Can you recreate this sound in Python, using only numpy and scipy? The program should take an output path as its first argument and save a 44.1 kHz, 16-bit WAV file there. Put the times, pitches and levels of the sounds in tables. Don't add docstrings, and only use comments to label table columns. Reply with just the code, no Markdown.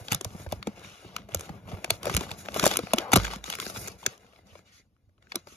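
import sys
import numpy as np
from scipy import signal
from scipy.fft import rfft, irfft, next_fast_len
from scipy.io import wavfile

SR = 44100
rng = np.random.default_rng(int(sys.argv[2]) if len(sys.argv) > 2 else 0)


def materialize(psi):
    bounded = np.clip(np.atleast_2d(psi).T, -1, 1)
    quanta = np.round(bounded * 32767).astype(np.int16)
    wavfile.write(sys.argv[1], SR, quanta)


def voltage_ratio(level):
    return 10 ** (np.asarray(level, float) / 20)


N = 245195
SIZE = next_fast_len(N + SR // 2)
HZ = np.arange(SIZE // 2 + 1) * SR / SIZE
SECONDS = np.arange(N) / SR
RELEASE_S = 3.168

# start_s [s], peak_db [dB], top_share_db [dB], ring_hz [Hz]
SNAPS = [(0.0838, -26, -12.5, 3270), (0.1172, -22.5, -3, 3420), (0.1213, -19, 4, 2760),
         (0.1307, -22, 3, 3600), (0.147, -21.5, 4, 3720), (0.2112, -29, 3, 3450), (0.2468, -25.5, 1, 6100),
         (0.5231, -28.5, 1, 2400), (0.6277, -25.5, -19, 4440), (0.6721, -29.5, -6, 2120),
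         (0.8476, -36, -33, 2420), (1.1645, -23, -5, 5900), (1.347, -25.5, 8.5, 6670),
         (1.3955, -39, 6.5, 7200), (1.409, -30.5, -3.5, 2280), (1.7163, -41, -17, 2010),
         (1.845, -22, -5.5, 2500), (1.9052, -12.5, 0, 4320), (2.0315, -30.5, 2.5, 3180),
         (2.0555, -26.5, 0, 4800), (1.184, -41, -37, 2070), (2.097, -38, 7, 1930),
         (2.1414, -25.5, -1, 2450), (2.1485, -22.5, -2, 3950), (2.1668, -15, 6, 3800),
         (2.2088, -26, -4, 3400), (2.2931, -32.5, -25, 3700), (2.3153, -24, -11.5, 3780),
         (2.486, -28.5, -28, 2570), (1.4917, -50, -38, 2350)]
# start_s [s], peak_db [dB], top_share_db [dB], ring_hz [Hz]
RIPS = [(2.5437, -29, -0.5, 3117), (2.6, -32.5, -12.5, 4300), (2.572, -29.5, 3.5, 2474),
        (2.5966, -14.5, -6.5, 3700), (2.628, -26.5, -19, 2520), (2.64, -20.5, 2, 6580),
        (2.652, -21, -7, 5590), (2.657, -14.5, -1, 3295), (2.6653, -16, 1.5, 7420),
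        (2.677, -19, -2.5, 2900), (2.7133, -25, 1, 3100), (2.7244, -27, -11.5, 3064),
        (2.738, -26.5, -6.5, 2394), (2.7703, -20, 8, 5500), (2.9351, -17, 4, 2494),
        (2.9848, -14.5, -7, 3033), (3.1197, -22.5, -2, 3120), (3.1351, -8.5, 0, 1918),
        (3.1583, -13, 3.5, 3010), (3.1724, -13, -12.5, 4300), (3.1846, -23.5, -16, 5138),
        (3.235, -33, -7.5, 3300), (3.248, -27.5, -4.5, 3172), (3.2684, -29.5, -15, 3270),
        (3.3036, -36.5, -19.5, 2492), (3.336, -35, -3, 3270), (3.36, -33, -6, 2140),
        (2.61, -37.5, -12.5, 5240), (2.758, -25, -16.5, 2514), (3.2004, -31, -13, 3800)]
# start_s [s], peak_db [dB], top_share_db [dB], ring_hz [Hz]
TICKS = [(3.4412, -28.5, -6, 3700), (3.48, -33.5, -33.5, 1840), (3.501, -22.5, -3.5, 2830),
         (3.527, -26.5, -21.5, 3500), (3.5527, -26.5, -1, 2280), (3.6005, -23, -1, 2240),
         (3.626, -30.5, -17.5, 4430), (3.665, -27, -13, 4800), (3.6991, -33, -37, 4000),
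         (3.762, -37.5, -18, 3650), (3.8823, -29, -2, 6440), (4.0636, -14.5, -4, 6530),
         (4.178, -49, -3.5, 2760), (4.361, -50, -21, 2195), (4.47, -56, -8.5, 6530),
         (4.5549, -47, -35, 2080), (5.2253, -48, -20, 2280), (5.2704, -49.5, -42, 1417),
         (5.3203, -24.5, -23.5, 4280), (5.3567, -18.5, 1, 3860), (5.4716, -43, -9, 4500),
         (4.335, -46, -39, 2403), (4.965, -69.5, -22, 1800), (5.095, -70, -16, 2080),
         (5.18, -64.5, -25, 2600), (3.587, -29, -5.5, 2010), (3.68, -40, -6, 6400),
         (3.5372, -31, -28.5, 2520)]
# pitch_hz [Hz], level_db [dB per Hz]
FILM = [(800, -23), (1300, 4), (1900, 0.5), (2500, 1), (3800, 0), (4600, -2), (6800, -2), (8300, -6),
        (11500, -8), (13500, -12), (15500, -17.5), (16700, -28.5)]


def rms_one(x):
    return x / np.sqrt(np.mean(x ** 2) + 1e-20)


def colour(x, points):
    hz, db = np.transpose(points)
    log_gain = np.interp(np.log(HZ + 1), np.log(hz), db) * np.log(10) / 20
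    cepstrum = irfft(log_gain, SIZE)
    cepstrum[1:SIZE // 2] *= 2
    cepstrum[SIZE // 2 + 1:] = 0
    return irfft(rfft(x, SIZE) * np.exp(rfft(cepstrum)), SIZE)[..., :N]


def drift(rate_hz):
    r = np.exp(-80 * np.pi * rate_hz / SR)
    slow = signal.lfilter([1], [1, -2 * r, r * r], rng.standard_normal(N // 40 + 2002))[2000:]
    return np.interp(np.arange(N) / 40, np.arange(len(slow)), rms_one(slow))


def resonate(x, hz, width_hz):
    r = np.exp(-np.pi * width_hz / SR)
    zeros = np.array([1, 0, -1]) * (1 - r * r) / 2
    return signal.lfilter(zeros, [1, -2 * r * np.cos(2 * np.pi * hz / SR), r * r], x)


def grains(per_s, spread_db, t60_s):
    size_db = spread_db * np.minimum(rng.exponential(1, N), 4)
    impulses = voltage_ratio(size_db) * (rng.random(N) < per_s / SR)
    envelope = signal.lfilter([1], [1, -voltage_ratio(-60 / (t60_s * SR))], impulses)
    return rms_one(envelope * rng.standard_normal(N))


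def add(out, s, x):
    i = max(round(s * SR), 0)
    out[i:i + len(x)] += x[:N - i]


def split(x):
    return [signal.sosfilt(signal.butter(4, 7900, kind, fs=SR, output="sos"), x) for kind in ("low", "high")]


def patchy(x, patchy_db):
    edges = 700 * 2 ** np.arange(0, 4.6, .5)
    out = x
    for edge in zip(edges, edges[1:]):
        band = signal.sosfilt(signal.butter(2, edge, "band", fs=SR, output="sos"), x)
        out = out + band * (voltage_ratio(patchy_db * drift(3.0)) - 1)
    return out


def between(low, high):
    return np.clip(np.minimum(HZ - low, high - HZ) / 150 + .5, 0, 1)


def still_room():
    room = [(25, -23), (50, -5), (90, -5.5), (160, -19.5), (300, -24.5), (1000, -40), (16000, -52.5)]
    return voltage_ratio(-66) * rms_one(colour(rng.standard_normal(N), room))


def thuds():
    # start_s [s], peak_db [dB], ring_hz [Hz]
    tugs = [(0.118, -20, 149.5), (0.126, -24.5, 117), (0.26, -28.5, 102.5), (0.349, -30.5, 172),
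            (0.468, -28, 78), (0.524, -28, 187), (0.675, -21, 201), (1.059, -43, 118), (1.359, -29.5, 84.6),
            (1.501, -36.5, 86.5), (1.5, -26, 164), (1.729, -31.5, 165), (1.733, -27.5, 91),
            (1.915, -27.5, 105), (2.145, -19, 81), (2.176, -22.5, 180), (2.579, -29, 182),
            (2.633, -19.5, 180), (2.663, -23, 181), (2.835, -29, 176), (2.94, -17.5, 228),
            (3.135, -11.5, 260), (3.161, -10, 373), (3.166, -11.5, 175), (3.173, -17, 98.5),
            (3.669, -31.5, 200), (3.893, -42, 95.6), (4.075, -34.5, 119), (4.521, -45, 84),
            (0.689, -29.5, 195), (0.565, -41, 62), (0.53, -30, 96), (2.611, -37, 60), (2.161, -27, 63.5),
            (0.011, -39, 98), (0.147, -27.5, 150), (1.353, -33.5, 170), (2.315, -32.5, 95),
            (3.143, -17, 130), (3.363, -32, 188), (3.488, -37, 165), (5.073, -51.5, 86.5), (1.33, -34, 109),
            (1.655, -41, 98), (2.097, -26, 138)]
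    # peak_db [dB], ring_hz [Hz], t60_s [s]
    release = (-26, 55, .62)
    cycles_to_die = 9.6
    out, t = np.zeros(N), np.arange(SR // 2) / SR
    blows = [(s, db, hz, cycles_to_die / hz) for s, db, hz in tugs]
    for s, db, hz, t60 in blows + [(RELEASE_S, *release)]:
        cycles = hz * t + 0.099 * (1 - np.exp(-t * hz / 0.72))
        swell = 1 - np.exp(-t * hz / 0.13)
        x = np.sin(2 * np.pi * cycles) * voltage_ratio(-60 * t / t60) * swell
        add(out, s, voltage_ratio(db - 1.5) * x / np.abs(x).max())
    return out


def drag():
    # start_s [s], end_s [s], level_db [dB], ring_hz [Hz], width_hz [Hz]
    drags = [
        (2.995, 3.115, -39.5, 630, 790),
        (4.66, 4.83, -69.5, 2100, 500),
        (4.71, 4.81, -65, 4500, 700),
        (4.72, 4.81, -62.5, 5900, 1000),
        (4.48, 4.53, -63.5, 2800, 1400),
        (0.75, 1.1, -65, 2800, 300),
        (3.02, 3.03, -39, 900, 600),
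        (3.235, 3.285, -45, 3200, 1300),
        (3.77, 3.84, -51, 11800, 2500),
    ]
    noise, out = rng.standard_normal(N), 0
    for start, end, db, hz, width_hz in drags:
        contact = np.clip(np.minimum(SECONDS - start, end - SECONDS) * 50 + .2, 0, 1)
        tone = resonate(resonate(noise, hz, width_hz), hz, width_hz)
        out = out + voltage_ratio(db) * contact * rms_one(tone)
    return out


def hand():
    # start_s [s], held_s [s], slide_db [dB], glide_smoothness_db
    # [dB], flex_db [dB]
    moves = [(0, 0.0046, -54.5, 7, -42.5), (.11, 0.028, -41, -5.5, -40.5), (.05, 0.024, -60.5, 8, -68),
             (.22, 0.076, -60.5, 2.5, -50.5), (.31, 0.072, -62, 6, -51.5), (.39, 0.039, -57.5, 6.5, -45.5),
             (.5, 0.061, -61.5, 7, -48.5), (0.661, 0.064, -63.5, -5.5, -50), (0.76, 0.11, -59, -8, -49),
             (.83, 0.11, -52.5, -6, -51.5), (.96, .07, -56.5, -3.5, -56.5), (1.05, 0.14, -59, -10, -48),
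             (1.31, 0.11, -57, -1.5, -46), (1.4, 0.056, -53.5, 0, -51), (1.47, 0.045, -65.5, -4, -45),
             (1.55, 0.02, -70, -6, -46.5), (1.69, 0.054, -57.5, -2.5, -42.5), (1.77, 0.13, -61.5, 0.5, -46),
             (1.918, 0.031, -51.5, 3.5, -43), (2.042, .2, -47, -1.5, -37.5),
             (2.29, 0.038, -52.5, -1, -41.5), (2.385, 0.026, -52, 7, -47.5), (2.45, 0.12, -53, -0.5, -48.5),
             (2.552, 0.19, -38.5, 0.5, -33), (2.8, 0.12, -52, -4, -47), (2.97, 0.043, -49.5, -3.5, -36),
             (3.132, 0.082, -42, -5, -32), (3.235, 0.027, -46, -2, -38), (3.308, 0.03, -43, -7, -38.5),
             (3.46, 0.091, -44, -0.5, -46.5), (3.61, 0.092, -47, 6.5, -45), (3.745, 0.029, -46, 6.5, -45.5),
             (3.79, 0.032, -52.5, 15, -41.5), (3.85, 0.022, -47, 2, -44.5), (3.9, 0.016, -53.5, 1.5, -47.5),
             (3.99, 0.045, -59.5, 4, -70),
             (4.059, 0.074, -55.5, -3, -47.5), (4.2, 0.19, -68, -2.5, -57.5),
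                (4.47, 0.12, -63.5, -1.5, -55.5), (4.66, 0.039, -63, -8.5, -66),
                (4.72, 0.063, -63, 1, -69.5), (5.43, .03, -71.5, -6.5, -76.5),
                (5.221, 0.05, -73, -13, -65.5), (5.298, 0.017, -63, -2, -65),
                (5.37, 0.025, -62, -3.5, -55.5), (5.478, 0.09, -56.5, 1, -62.5)]
    rise_db_per_s, fall_db_per_s = 302.5, 197
    glide_stop_db_per_s, glide_quicker = 330, 2.6
    grip_slide_db, grip_flex_db, let_go_s = -73, -62.5, 4.3
    stand_held_db, stand_free_db = -50, -52.5
    stand_follows = 0.63

    t = np.arange(0, N, 32) / SR
    start, held, slide_db, glide_db, flex_db = np.transpose(moves)[:, :, None]
    rise_db = -rise_db_per_s * np.maximum(start - t, 0)
    since = np.maximum(t - start - held, 0)
    glides = glide_quicker * rise_db - glide_stop_db_per_s * since
    flexes = rise_db - fall_db_per_s * since
    grip_db = -fall_db_per_s * np.maximum(t - let_go_s, 0)

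    def total_db(db, rest_db):
        power = np.sum(voltage_ratio(2 * db), axis=0) + voltage_ratio(2 * (rest_db + grip_db)) + 1e-12
        return np.interp(SECONDS, t, 10 * np.log10(power))

    slide = total_db(slide_db + glides, grip_slide_db)
    fine = total_db(slide_db + glide_db + glides, grip_slide_db - 12.5)
    flex = total_db(flex_db + flexes, grip_flex_db)
    stand_db = np.where(SECONDS < RELEASE_S, stand_held_db, stand_free_db)
    return slide, fine, flex, stand_db + stand_follows * (flex + 45)


def rustle(slide_db, fine_db, flex_db, rock_db):
    # pitch_hz [Hz], level_db [dB per Hz]
    sheet = [(150, -43), (280, -3), (400, -0.5), (650, 0.5), (1000, -5.5), (1500, -10.5), (2600, -13),
             (5000, -27)]
    # ring_hz [Hz], width_hz [Hz], level_db [dB]
    stand = [(54.3, 8, -6), (91, 41, 2), (180, 22, -2), (201, 20, -1.5)]
    hiss = rng.standard_normal(N) * voltage_ratio(1.2 * drift(30))
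    crackle = voltage_ratio(0.31 * (slide_db + 44.0))
    crackles = crackle * grains(400 * voltage_ratio(6 * drift(10)), 4.2, .002)
    slide, fine = split(colour(hiss + crackles, FILM))
    pops = grains(120 * voltage_ratio(4 * drift(9)), 1.8, .012)
    flex = colour(1.2 * rng.standard_normal(N) + pops, sheet)

    shake = rng.standard_normal(N) * voltage_ratio(4.0 * drift(34) + 3.0 * drift(4.5))
    rock = np.zeros(N)
    for k, (hz, width, db) in enumerate(stand):
        rock += (-1) ** k * voltage_ratio(db) / np.sqrt(width) * resonate(shake, hz, width)

    upper = signal.sosfilt(signal.butter(2, 4200, "high", fs=SR, output="sos"), slide)
    slide = slide + upper * (voltage_ratio(0.55 * (fine_db - slide_db)) - 1)
    film = voltage_ratio(slide_db + 1.0) * rms_one(patchy(slide, patchy_db=2.1)) + voltage_ratio(fine_db - 7.5) * rms_one(fine)
    return film + voltage_ratio(flex_db - 6.5) * rms_one(flex) + voltage_ratio(rock_db + 1.5) * rms_one(rock)


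def knocks():
    # start_s [s], peak_db [dB],
    # ring_hz [Hz]
    whole = [(0.124, -34, 313), (0.148, -32, 1340), (0.251, -29, 622), (0.464, -32, 564), (0.526, -20, 605),
             (0.671, -21.5, 453), (1.288, -38.5, 650), (1.347, -24.5, 558), (1.4925, -30.5, 805),
             (1.844, -25, 734), (1.904, -19.5, 923), (2.069, -18.5, 566), (2.097, -18, 1083),
             (2.168, -28.5, 416), (2.486, -27, 580), (2.562, -20, 604), (2.6275, -24, 750),
             (2.634, -21.5, 332), (2.6645, -8, 587), (2.7905, -19, 482), (2.935, -10.5, 637),
             (2.983, -23.5, 350), (3.1185, -21.5, 940), (3.1345, -9, 1450), (3.158, -10, 762),
             (3.279, -24.5, 1160), (3.335, -26.5, 1100), (2.055, -22.5, 663), (2.21, -26, 375),
             (2.313, -31, 725),
             (3.537, -24.5, 1520), (3.588, -34.5, 414), (3.666, -33, 370), (3.76, -29.5, 876),
             (4.03, -38, 830), (4.062, -33, 344), (4.554, -39, 578.5), (5.319, -51, 792),
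             (5.345, -35.5, 618), (5.355, -31.5, 344), (5.471, -39, 590), (3.875, -40.5, 700),
             (4.246, -48.5, 501), (4.055, -35, 930),
             (0.122, -23.5, 850), (0.21, -32.5, 378), (0.349, -39.5, 337.5), (0.399, -38.5, 590),
                    (3.132, -10.5, 800), (0.816, -42.5, 670), (1.047, -44, 370), (1.186, -41, 686),
                    (1.395, -42.5, 490), (2.6395, -14, 616), (3.1715, -20, 520), (1.719, -34.5, 686),
                    (1.878, -42, 635), (2.045, -35, 910), (2.077, -25, 500), (2.113, -30, 396.7),
                    (2.454, -39.5, 500), (2.55, -32, 803), (2.712, -20.5, 1100), (2.834, -35, 420),
                    (2.87, -34.5, 699), (3.199, -26.5, 1203), (3.251, -28.5, 1500), (3.304, -32.5, 1055),
                    (3.456, -39.5, 1110), (3.479, -37.5, 500), (3.626, -36.5, 440), (4.797, -59, 397),
                    (5.091, -66, 588), (5.183, -63, 587), (5.367, -38, 684), (5.521, -50, 355),
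                    (3.163, -11, 640), (2.657, -25, 900)]
    out, t = np.zeros(N), np.arange(SR // 10) / SR
    buckles = whole
    for s, db, *_ in [*SNAPS, *RIPS, *TICKS]:
        buckles.append((s, db - 11, 350 * 2 ** (2 * rng.random())))
    for s, db, hz in buckles:
        phase, puff_pitch = rng.random(2)
        cycles = t * hz
        ring = np.sin(2 * np.pi * cycles) * voltage_ratio(-60 * cycles / 17.6) * np.minimum(cycles / 0.41, 1)
        sweep = np.sin(2 * np.pi * (1.582 * np.sqrt(cycles) + .25 * cycles + phase))
        sweep = sweep * voltage_ratio(-60 * cycles / 24.5) * np.minimum(cycles / 0.031, 1)
        puff = resonate(rng.standard_normal(len(t)), hz * (0.3 + puff_pitch), 0.99 * hz)
        puff = rms_one(puff) * voltage_ratio(-60 * t / 0.033)
        x = ring + voltage_ratio(-5.5) * sweep + voltage_ratio(-7.5) * puff
        add(out, s, voltage_ratio(db + 2.0) * x / np.abs(x).max())
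    return out


def snaps():
    # start_s [s], peak_db [dB], top_share_db
    # [dB], ring_hz [Hz]
    creaks = [(0.1078, -43.5, -10, 3600), (0.3058, -46, -15, 3600), (0.4904, -48.5, -2, 2360),
              (0.5148, -40, -9, 2500), (0.795, -43.5, -6, 3830), (1.165, -25, -22.5, 2500),
              (1.2198, -45.5, -34, 2000), (2.7402, -29, -12, 1500), (1.3205, -41, -21, 3100),
              (1.339, -37, -15.5, 2380), (1.36, -40, -8, 2300), (1.372, -44, 3, 3000),
              (1.8603, -42, -13, 4500), (2.0675, -37.5, 0, 2600), (2.1337, -38.5, -10.5, 3700),
              (2.138, -32, -9.5, 6000), (2.171, -28, -3, 3020), (2.1752, -25, -5, 5000),
              (2.2324, -40, 2, 3700), (2.3078, -36.5, -3, 4500), (2.4533, -41, -15, 2290),
              (2.459, -36, -12.5, 1886), (2.521, -40, -4.5, 6420), (2.6693, -20.5, 0, 4200),
              (2.7123, -30, -3.5, 2990), (2.7415, -35, -10, 2500), (2.79, -27, -3, 3600),
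              (2.871, -36, -24, 2500), (2.9608, -41, 6, 5000), (3.1188, -26, -6.5, 3084),
              (3.1273, -23.5, -4.5, 2720), (3.1328, -14, -6, 6500), (3.1392, -16, -3.5, 3487),
              (3.1614, -10.5, 2, 3700), (3.1668, -19, 0.5, 4480), (3.2515, -27.5, -9.5, 1700),
              (3.281, -34.5, -18.5, 3200), (3.4624, -42.5, -29, 1600), (3.632, -35.5, -15.5, 2990),
              (3.879, -36, 7, 5660), (3.875, -35, 7, 5960), (3.884, -48, -2, 6440), (4.03, -49, -10, 2304),
              (4.0392, -45, -1.5, 2997), (4.326, -54, -23, 4500), (4.591, -48.5, -18.5, 2170),
              (4.266, -54.5, -15, 3520), (5.3455, -56, -22, 2000)]
    out, t = np.zeros(N), np.arange(SR // 14) / SR - .008
    instant = np.abs(t) == np.abs(t).min()
    soft = signal.butter(6, 7000, fs=SR, output="sos")
    for s, db, top_db, hz in [*SNAPS, *RIPS, *TICKS, *creaks]:
        a, b = rng.random(2)
        late = t - .0015 - 0.0027 * a
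        after = voltage_ratio(-60 * t / (0.0073 * voltage_ratio(0.12 * db))) + voltage_ratio(-26.5 - 60 * np.abs(late) / .008) * (late > 0)
        before = voltage_ratio(60 * t / 0.0046) + voltage_ratio(-29 + 60 * t / 0.094)
        crack = rng.standard_normal(len(t)) + 5.03 * np.sign(b - .5) * instant
        crack = crack + 2.2 * resonate(crack, hz, 290) + 0.26 * resonate(crack, 2400 * 5 ** b, 1200)
        body, top = split(crack)
        dull = np.exp(-2 * np.pi * 14000 * voltage_ratio(min(top_db, 0)) / SR)
        body = signal.lfilter([1], [1, -dull], body)
        tail = signal.sosfilt(soft, body) * voltage_ratio(-28.5 - 60 * t / 0.18) * (t > 0)
        body = body * np.where(t > 0, after, before) + tail
        top = top * np.where(t > 0, after, before ** 2.1)
        x = body / np.abs(body).max() + voltage_ratio(top_db + 10.0) * top / np.abs(top).max()
        add(out, s + t[0], voltage_ratio(db + 8.5) * x)
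    return colour(out, FILM)


def ports(x, gap_db, echo_t60):
    # pitch_hz [Hz], left_lead_rad [rad], left_minus_right_db [dB], likeness [0-1]
    pair = [(40, 0.47, -0.7, 0.92), (130, 0.13, 0.5, 0.95), (355, 0.57, 1.5, 0.97), (650, 0.68, 3.5, 1),
            (1100, 0.52, 9, 0.75), (1800, 2.5, -0.5, 0.7), (1900, 4, -1, 1), (2500, 8, 3.5, .9),
            (3700, 7, 0.5, 0.5), (5000, 8, 3, 0.2), (6680, 5, -0.5, 0.6), (8850, 3, 0, 0.6),
            (10154, 1, -1.5, 0.4), (12500, -1.2, 2.5, 1), (15000, -3, -12.5, 0.95)]
    loose_s, loose_loss, loose_hz = 3.42, 0.34, 1260
    hz, *columns = np.transpose(pair)
    lead, balance_db, alike = (np.interp(HZ, hz, c) for c in columns)
    alike = np.clip(alike, 0, 1)
    t, sides = np.arange(SR // 25) / SR, np.array([[.5], [-.5]])

    pose = np.abs((SECONDS * 5 - np.arange(6)[:, None] / 6) % 1 - .5)
    poses = rfft(x * np.sqrt(np.clip(1 - 6 * pose, 0, 1)), SIZE)
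    echoes = rng.standard_normal((2, 6, len(t))) * voltage_ratio(-60 * t / echo_t60) * (t > .0006)
    echoes = rfft(echoes / np.sqrt(np.sum(echoes ** 2, axis=2, keepdims=True)), SIZE)
    direct = np.exp(1j * (sides * lead)) * rfft(x, SIZE)
    diffuse = np.sum(echoes * poses, axis=1)

    loose = 1 - loose_loss * np.minimum(HZ / loose_hz, 1) ** 2
    alike = alike * np.array([[np.ones_like(HZ)], [loose]])
    heard = (np.sqrt(alike) * direct + np.sqrt(1 - alike) * diffuse) * voltage_ratio(sides * balance_db)
    left, right = np.swapaxes(heard, 0, 1)

    mid = (left + right) / 2 * voltage_ratio(gap_db * (between(7550, 8900) + between(13900, 30000)))
    side = (left - right) / 2 * voltage_ratio(gap_db * between(10400, 12500))
    both = irfft(np.array([mid + side, mid - side]), SIZE)[..., :N]
    return np.where(SECONDS < loose_s, both[:, 0], both[:, 1])


def scene():
    impacts = snaps() + knocks() + thuds()
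    friction = rustle(*hand()) + drag() + still_room()
    return ports(impacts, gap_db=-6.5, echo_t60=0.011) + ports(friction, gap_db=-41.0, echo_t60=0.041)


def band_limit(x):
    return signal.sosfilt(signal.butter(12, 16820, fs=SR, output="sos"), x)


def record(dry):
    steep = signal.butter(4, 42, "high", fs=SR, output="sos")
    rounded = .98 * np.tanh(signal.sosfilt(steep, dry) / .98)
    top_cut = signal.cheby2(10, 60, 17000, fs=SR, output="sos")
    return band_limit(signal.sosfilt(top_cut, rounded))


dry = scene()
out = record(dry)
materialize(out)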